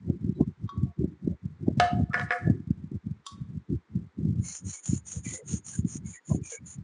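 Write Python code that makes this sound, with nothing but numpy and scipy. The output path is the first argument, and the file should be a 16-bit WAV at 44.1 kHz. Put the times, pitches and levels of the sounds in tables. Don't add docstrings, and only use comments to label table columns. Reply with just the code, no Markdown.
import sys
import numpy as np
from scipy import signal
from scipy.fft import rfft, irfft
from scipy.io import wavfile
from scipy.ndimage import uniform_filter1d

SR = 44100
rng = np.random.default_rng(int(sys.argv[2]) if len(sys.argv) > 2 else 0)


def invert_db(level):
    return 10 ** (np.asarray(level, dtype=float) / 20)


def persist_wave(psi):
    counts = np.round(np.clip(psi, -1, 1) * 32767).astype(np.int16)
    wavfile.write(sys.argv[1], SR, np.atleast_2d(counts).T)


N = 301591


def level(x, db):
    return x * invert_db(db) / np.sqrt(np.mean(x ** 2))


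def band(x, hz, width):
    return signal.lfilter(*signal.iirpeak(hz, hz / width, fs=SR), x)


def butter(x, hz, kind, order):
    return signal.sosfilt(signal.butter(order, hz, kind, fs=SR, output="sos"), x)


def walk(rate):
    hold = int(SR / rate)
    steps = np.repeat(rng.standard_normal(N // hold + 1), hold)
    return 1.06 * uniform_filter1d(uniform_filter1d(steps, hold), hold)[:N]


def add(out, s, sound):
    i = int(s * SR)
    out[i:i + len(sound)] += sound[:N - i]


def swells(rows, edge_db, squareness):
    peak_s, rise_s, fall_s, db, extra = np.transpose(rows)[:, :, None]
    t = np.arange(0, N, 32)[None] / SR
    side_s = np.maximum(np.where(t < peak_s, rise_s, fall_s), 0.01)
    away = np.abs(t - peak_s) / side_s
    humps = np.maximum(db + edge_db * away ** squareness, -120)
    loudest = np.argmax(humps, axis=0)
    smooth = uniform_filter1d(extra[loudest, 0], size=20)
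    return [np.interp(np.arange(N) / SR, t[0], c) for c in (np.max(humps, axis=0), smooth)]


def ring(modes, blur, tilt_db=0):
    hz, db, t60 = np.transpose(modes)[:, :, None]
    t = np.arange(SR // 2) / SR
    noise = rng.standard_normal((len(hz), len(t)))
    tremble = uniform_filter1d(noise, size=144, axis=1) * np.sqrt(144)
    tremble = uniform_filter1d(tremble, size=100, axis=1)
    phase = 2 * np.pi * np.cumsum(hz * (1 + blur * tremble), axis=1) / SR
    gain = invert_db(db + tilt_db * np.log2(hz / 3400))
    fade = np.exp(-np.log(1000) * t / t60)
    grip = np.exp(-t / 0.0096) + invert_db(-11)
    contact = 1 - np.exp(-t / 0.00028)
    return grip * contact * np.sum(gain * fade * np.sin(phase), axis=0)


def crack(decay_s):
    t = np.arange(SR // 20) / SR
    return rng.standard_normal(len(t)) * np.exp(-t / decay_s)


# t/s, level/dB, brightness/dB per octave, handle level/dB, crack level/dB
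CHISEL_TAPS = [(.676, -55.5, -10, 3.5, -28), (.691, -40.5, -8, 12, -15.5), (3.255, -57.5, 2, 1, -13),
               (3.265, -32, -1, 2, 1.5), (3.271, -45.5, 2, -6, -10)]
# f/Hz, relative level/dB, time to fade by 60 dB without the hand/s
CHISEL_MODES = [(3270, -5, .25), (3500, -4.5, 0.21), (3700, -6, 0.32), (3710, -9.5, 0.22),
                (3900, -14.5, 0.24), (4420, -7, 0.33), (4930, -5.5, 0.16), (5720, -4, 0.086),
                (6070, -6, 0.14), (6700, -11, 0.11), (7130, -9.5, 0.16), (7400, -17, .1),
                (9200, -17.5, 0.048)]
# f/Hz, relative level/dB, time to fade by 60 dB without the hand/s
HANDLE_MODES = [(1124, -0.5, 0.45), (1310, -6.5, 0.056), (1470, -16.5, 0.084)]


def taps():
    out = np.zeros(N)
    for s, db, tilt_db, handle_db, crack_db in CHISEL_TAPS:
        steel = ring(CHISEL_MODES, 0.007, tilt_db)
        handle = invert_db(handle_db) * ring(HANDLE_MODES, 0.005)
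        add(out, s, invert_db(db - 5.5) * (steel + handle))
        add(out, s, invert_db(db + crack_db) * butter(crack(0.0029), 2700, "high", order=3))
    return out


# t/s, level/dB, board level/dB, crack level/dB
STONE_KNOCKS = [(1.7987, -10.5, 10, 4), (1.821, -22.5, -13.5, -24.5), (1.845, -31.5, 3.5, -11),
                (2.1335, -20.5, -14.5, -13.5), (2.1426, -8, -10, -15.5), (2.15, -25.5, -14.5, -16.5),
                (2.177, -27.5, 9.5, -16.5), (2.196, -17.5, -20.5, -8.5), (2.213, -21, -21, -10.5),
                (2.3068, -9, -5.5, -19), (2.319, -19, -1.5, -12), (2.323, -13.5, -21, -15.5),
                (2.33, -26.5, -23, -16.5)]
# f/Hz, relative level/dB, time to fade by 60 dB without the hand/s
STONE_MODES = [(506, -9, 0.22), (1290, -7, .16), (1083, -18.5, 0.027), (1160, -4.5, 0.11),
               (1450, -0.5, 0.25), (1692, 4.5, .1), (1748, -0.5, 0.35), (1854, -4.5, .08),
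               (2137, -10, 0.16), (1930, -7.5, 0.15), (2164, -11.5, .25), (5040, -21.5, 0.09)]
# f/Hz, relative level/dB, time to fade by 60 dB without the hand/s
BOARD_MODES = [(476, -25.5, .12), (514, -14, 0.098), (615, -8, 0.17), (714, 2, 0.53), (804, -16.5, .1),
               (920, -3.5, 0.033), (1260, -8, 0.34), (3010, -13, 0.14)]


def knocks():
    out = np.zeros(N)
    for s, db, board_db, crack_db in STONE_KNOCKS:
        stone = ring(STONE_MODES, 0.006)
        board = invert_db(board_db) * ring(BOARD_MODES, 0.013)
        add(out, s, invert_db(db - 15.0) * (stone + board))
        add(out, s, invert_db(db + crack_db) * butter(crack(0.0037), 3000, "low", order=2))
    return out


# start t/s, relative level/dB, hold/s, fade/dB per s
SLIDE_EVENTS = [(1.803, -49, 0.03, 121.5), (2.134, -53.5, 0.11, 245), (2.307, -53.5, .05, 109),
                (3.262, -54, 0.063, 296.5)]


def sliding():
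    s, db, hold_s, fade = np.transpose(SLIDE_EVENTS)[:, :, None]
    t = np.arange(N) / SR - s
    attack_db = 3001 * np.minimum(t, 0)
    fade_db = fade * np.maximum(t - hold_s, 0)
    slide_db = np.max(db + attack_db - fade_db, axis=0)
    hiss = butter(butter(rng.standard_normal(N), 4000, "high", order=4), 4700, "low", order=1)
    return invert_db(slide_db + 1.3 * walk(210)) * level(hiss, -1.3)


# fastest at t/s, rise/s, fall/s, relative level/dB, looseness/dB
BLADE_STROKES = [(4.499, 0.082, 0.12, -44.5, 5), (4.715, 0.075, 0.1, -43.5, 1.5),
                 (4.917, 0.095, 0.088, -43.5, -1), (5.086, 0.034, 0.13, -44.0, -6),
                 (5.311, 0.084, 0.093, -42, -9.5), (5.541, 0.087, 0.061, -43, -11),
                 (5.705, 0.065, 0.11, -44.5, -5.5), (5.946, 0.086, 0.042, -45.5, -3),
                 (6.102, 0.058, 0.087, -48, -14), (6.329, 0.082, 0.057, -49, 0),
                 (6.508, 0.08, 0.071, -45, -2.5), (6.693, 0.04, 0.071, -47.5, 2.5)]
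# f/Hz, nominal width/Hz (the filters below scale it)
BLADE_RINGS = [(6732, 960), (8977, 800), (6056, 370), (5180, 700), (4096, 1500)]
BLADE_RING_LEVELS = [1, -5.5, -7, -19, -24]
BLADE_LOOSE_SHARES = [0, 0, 0.59, 1.1, 2.1]
BLADE_RING_WANDERS = [0.46, 1.5, 3.2, 6, 4.5]
GRIT_PER_S, GRIT_SPREAD_DB, SLURRY_DB = 5000, 2.5, -8
RING_SHIFT, RING_SHIFT_DB = 0.019, 5.5
DRAG_DB = -17
SPEED_SHARE, USUAL_STROKE_DB = 0.55, -42.5


def narrow(x, hz, width):
    for _ in range(3):
        x = band(x, hz, 0.83 * width)
    return x


def strokes():
    scrape_db, loose_db = swells(BLADE_STROKES, -27, 5.7)
    speed_db = swells(BLADE_STROKES, -12, 1.7)[0]
    drag_db = DRAG_DB + speed_db
    chance = rng.random((3, N))
    ticks = (chance[0] < GRIT_PER_S / SR) * np.sign(chance[1] - 0.5)
    grit = ticks * invert_db(-GRIT_SPREAD_DB * np.log(chance[2] + 1e-4))
    grit = grit * invert_db(2.2 * walk(150))
    out = level(butter(grit, [450, 3600], "band", order=1), SLURRY_DB)
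    lean_db = RING_SHIFT_DB * np.tanh(walk(9.8))
    free_db = loose_db + SPEED_SHARE * (speed_db - USUAL_STROKE_DB)
    settings = zip(BLADE_RINGS, BLADE_RING_LEVELS, BLADE_LOOSE_SHARES, BLADE_RING_WANDERS)
    for (hz, width), db, share, wander_db in settings:
        low = narrow(grit, hz * (1 - RING_SHIFT), width)
        high = narrow(grit, hz * (1 + RING_SHIFT), width)
        ringing = low * invert_db(-lean_db) + high * invert_db(lean_db)
        ringing = ringing / np.hypot(invert_db(-lean_db), invert_db(lean_db))
        out = out + invert_db(share * free_db + wander_db * walk(22)) * level(ringing, db)
    return (invert_db(scrape_db) + invert_db(drag_db)) * out


# start t/s, length/s, f/Hz, width of each of two filters/Hz, level before fading in and out/dB
SQUEAKS = [(0.344, 0.048, 3900, 118, -65.5), (0.406, 0.039, 1033, 90, -49), (0.848, 0.089, 697, 38.4, -56),
           (1.281, 0.073, 582, 60, -51), (2.102, .03, 1300, 154, -44.5), (2.438, 0.069, 1734, 40, -49),
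           (4.428, 0.1, 2160, 119.3, -54.5), (4.723, 0.085, 2250, 69, -56.5), (5.134, 0.06, 468, 49.5, -48),
           (5.24, 0.087, 2320, 109, -50), (5.232, 0.19, 2013, 120, -52), (5.336, 0.047, 512, 30, -46),
           (5.38, 0.059, 456, 68, -40.5), (5.526, 0.028, 442, 50.3, -45.5),
           (5.734, 0.036, 1621, 58.8, -50.5), (6.036, 0.068, 2200, 80, -59), (6.131, 0.035, 2260, 70, -53),
           (6.142, 0.059, 1910, 92, -49), (6.297, 0.038, 1022, 70, -46), (6.423, 0.09, 2406, 109, -56),
           (6.502, 0.095, 2246, 109.5, -51.5), (6.503, 0.092, 1612, 55, -54),
           (6.515, 0.063, 468, 73, -42.5)]


def squeaks():
    out = np.zeros(N)
    for s, length, hz, width, db in SQUEAKS:
        noise = rng.standard_normal(SR // 2)
        settled = band(band(noise, hz, width), hz, width)[SR // 4:]
        tone = level(settled[:int(length * SR)], db)
        add(out, s, tone * signal.windows.tukey(len(tone), 0.4))
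    return out


# strongest at t/s, rise/s, fall/s, rumble level/dB, upper rumble level/dB
AIR_PUFFS = [(0.107, 0.13, 0.122, -31.5, -9.5), (0.282, 0.159, 0.049, -29.5, -6.5),
             (0.421, 0.1, 0.022, -28.5, -5.5), (0.469, 0.025, 0.069, -31, -10.5),
             (0.63, 0.068, 0.058, -32.5, -18), (0.794, 0.1, 0.132, -32.5, -7.5),
             (1.015, 0.054, 0.16, -29, -10.5), (1.283, 0.092, 0.084, -29, -8.5),
             (1.457, 0.056, 0.12, -34.5, -24.5), (1.718, 0.19, 0.058, -29, -7.5),
             (1.801, 0.055, 0.084, -25.5, -12.0), (1.969, 0.086, 0.13, -25.5, -11),
             (2.204, 0.14, 0.11, -30, -18), (2.501, 0.13, 0.017, -24, -9),
             (2.576, 0.15, 0.094, -32.5, -9.5), (2.698, 0.049, 0.32, -35.5, -22.5),
             (2.842, 0.14, 0.049, -39.5, -19.5), (2.947, 0.052, 0.041, -33.5, -8.5),
             (3.077, 0.056, 0.136, -34.5, -19.5), (3.337, 0.042, 0.055, -37.5, -30.5),
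             (3.41, 0.094, 0.108, -34, -20.0), (3.532, 0.11, 0.11, -31.5, -21.5),
             (3.712, 0.042, 0.101, -33.5, -4.5), (3.993, 0.11, 0.09, -27, -20),
             (4.24, 0.104, 0.166, -29, -11), (4.369, 0.045, 0.17, -30, -22),
             (4.667, 0.081, 0.045, -30, -19), (4.923, 0.079, 0.12, -31, -14.5),
             (5.123, 0.17, 0.02, -41.5, -20.5), (5.163, 0.024, 0.11, -36, -31),
             (5.304, 0.1, 0.069, -32, -13), (5.532, 0.12, 0.1, -31.5, -11),
             (5.848, 0.17, 0.081, -33.5, -5.5), (6.019, 0.45, 0.121, -33.5, -19),
             (6.314, 0.049, 0.15, -31.5, -6), (6.4, 0.15, 0.104, -44, -15),
             (6.622, 0.057, 0.088, -33.5, -30.5), (6.783, 0.083, 0.13, -37.5, -18)]
# t/s, level/dB, f/Hz, rough edge level/dB
AIR_EDDIES = [(0.1, -12, 195, -15), (0.246, -16.5, 181, -44), (0.294, -16.5, 194, -38.5),
              (0.324, -20, 179, -48), (0.41, -6, 247, -14.5), (0.477, -16.5, 162, -44),
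              (0.777, -16, 131, -25.5), (0.834, -12.5, 147, -51), (0.993, -16, 150.4, -45),
              (1.044, -13.5, 238, -17.5), (1.277, -12, 244, -25), (1.311, -17.5, 146, -34),
              (1.457, -18, 128.2, -54), (1.683, -9, 241.3, -10), (1.709, -19.5, 163, -14),
              (1.775, -13.5, 167.3, -22.5), (1.932, -14, 180, -43), (1.971, -18, 143, -47),
              (1.999, -14, 168.6, -9), (2.035, -16, 166, -61), (2.099, -19, 155, -16),
              (2.453, -24, 121, -36), (2.475, -14.5, 234, -8.5), (2.501, -8.5, 200, -15),
              (2.603, -20, 195.7, -51), (2.675, -19, 155.5, -51.5), (2.708, -10.5, 177, -34),
              (2.842, -20.5, 169.3, -38), (2.918, -19.5, 215.4, -31.5), (2.954, -19.5, 133.4, -22),
              (3.069, -15.5, 161, -48.5), (3.113, -19, 128.2, -47), (3.416, -19, 127.8, -35),
              (3.701, -19.5, 154, -51), (3.726, -18, 151.5, -42.5), (3.96, -18.5, 144, -44),
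              (4.189, -18.5, 207.3, -29.5), (4.253, -15, 177.4, -26.5), (4.31, -16.5, 134.5, -49),
              (4.359, -21, 151.4, -51.5), (4.397, -16.5, 133.4, -54.5), (4.895, -17, 127, -24),
              (4.933, -13, 207, -46), (5.169, -21, 111, -32), (5.267, -20.5, 185, -21),
              (5.54, -14, 160, -33), (5.792, -14.5, 148, -44), (5.851, -12, 180, -57),
              (5.957, -19, 195, -25), (6.055, -21.5, 126.4, -39), (6.316, -12, 146, -7.5),
              (6.348, -14.5, 214, -13), (6.377, -22, 166, -23.5), (6.417, -20, 122, -47.5),
              (6.786, -20, 136, -31.5)]


def wind():
    low_db, upper_db = swells(AIR_PUFFS, -28.5, 3.27)
    push = invert_db(low_db + 3 * walk(40))
    upper_push = push * invert_db(upper_db + 5.5 * walk(25))
    low, upper = rng.standard_normal((2, N))
    out = invert_db(21.5) * butter(push * low, [75, 200], "band", order=3)
    out += invert_db(17) * butter(upper_push * upper, [240, 380], "band", order=5)
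    t = np.arange(-1500, 1500) / SR
    phases = np.pi + 2.11 * rng.standard_normal(len(AIR_EDDIES))
    for (s, db, hz, edge_db), phase in zip(AIR_EDDIES, phases):
        swing = np.exp(-(t * hz / 0.51) ** 2) * np.cos(2 * np.pi * hz * t + phase)
        add(out, s + t[0], invert_db(db + 1.0) * swing)
        edge = butter(rng.standard_normal(len(t)), [420, 720], "band", order=4)
        add(out, s + t[0], invert_db(db + edge_db + 4) * edge * np.exp(-(t / 0.011) ** 2))
    force = uniform_filter1d(np.abs(out), size=200)
    hiss = butter(rng.standard_normal(N), [2000, 9300], "band", order=2)
    return out + invert_db(-32.0) * force * hiss


# f/Hz, relative level/dB (per Hz)
ROOM_COLOUR = [(24, -41), (40, -27), (366, 4), (626, -7.5), (909, -1), (2100, -5.5), (2850, -15.5),
               (3510, -14.5), (4870, -20), (7070, -23), (10500, -35.5), (13600, -50), (22000, -120)]


def workshop():
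    hz, db = np.transpose(ROOM_COLOUR)
    f = np.arange(N // 2 + 1) * SR / N + 1
    colour = invert_db(np.interp(np.log(f), np.log(hz), db))
    hiss = irfft(rfft(rng.standard_normal(N)) * colour, N)
    return level(hiss, -62) * invert_db(0.4 * walk(7.8))


def echo(blows):
    t = np.arange(SR // 2) / SR
    walls = butter(rng.standard_normal(len(t)), 3300, "low", order=1)
    walls = walls * np.exp(-np.log(1000) * t / 0.47) * (t > 0.006)
    walls = walls * invert_db(-11.5) / np.sqrt(np.sum(walls ** 2))
    return signal.fftconvolve(blows, walls)[:N]


def scene():
    blows = taps() + knocks()
    handling = sliding() + strokes() + squeaks()
    return (blows + echo(blows) + handling + wind() + workshop())[None]


def suppress(x):
    z = signal.stft(x, nperseg=1024, noverlap=768)[2]
    power = uniform_filter1d(uniform_filter1d(np.abs(z) ** 2, size=9, axis=1), size=7, axis=2)
    db = 10 * np.log10(power + 1e-20)
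    over_db = db - np.percentile(db, 15, axis=2, keepdims=True)
    cut = np.clip((25 - over_db) / 11, 0, 1)
    return signal.istft(z * invert_db(-8 * cut), nperseg=1024, noverlap=768)[1][:, :N]


def roll_off(x):
    return signal.sosfilt(signal.butter(12, 10970, fs=SR, output="sos"), x)


def record(dry):
    x = suppress(np.tanh(1.4 * dry) / 1.4)
    x = butter(x, 66, "high", order=7) + invert_db(-11) * butter(x, 69, "low", order=3)
    x = butter(x, 8400, "low", order=3)
    mix = signal.sosfilt(signal.ellip(8, 0.5, 70, 10050, fs=SR, output="sos"), x)
    return roll_off(mix)


dry = scene()
out = record(dry)
persist_wave(out)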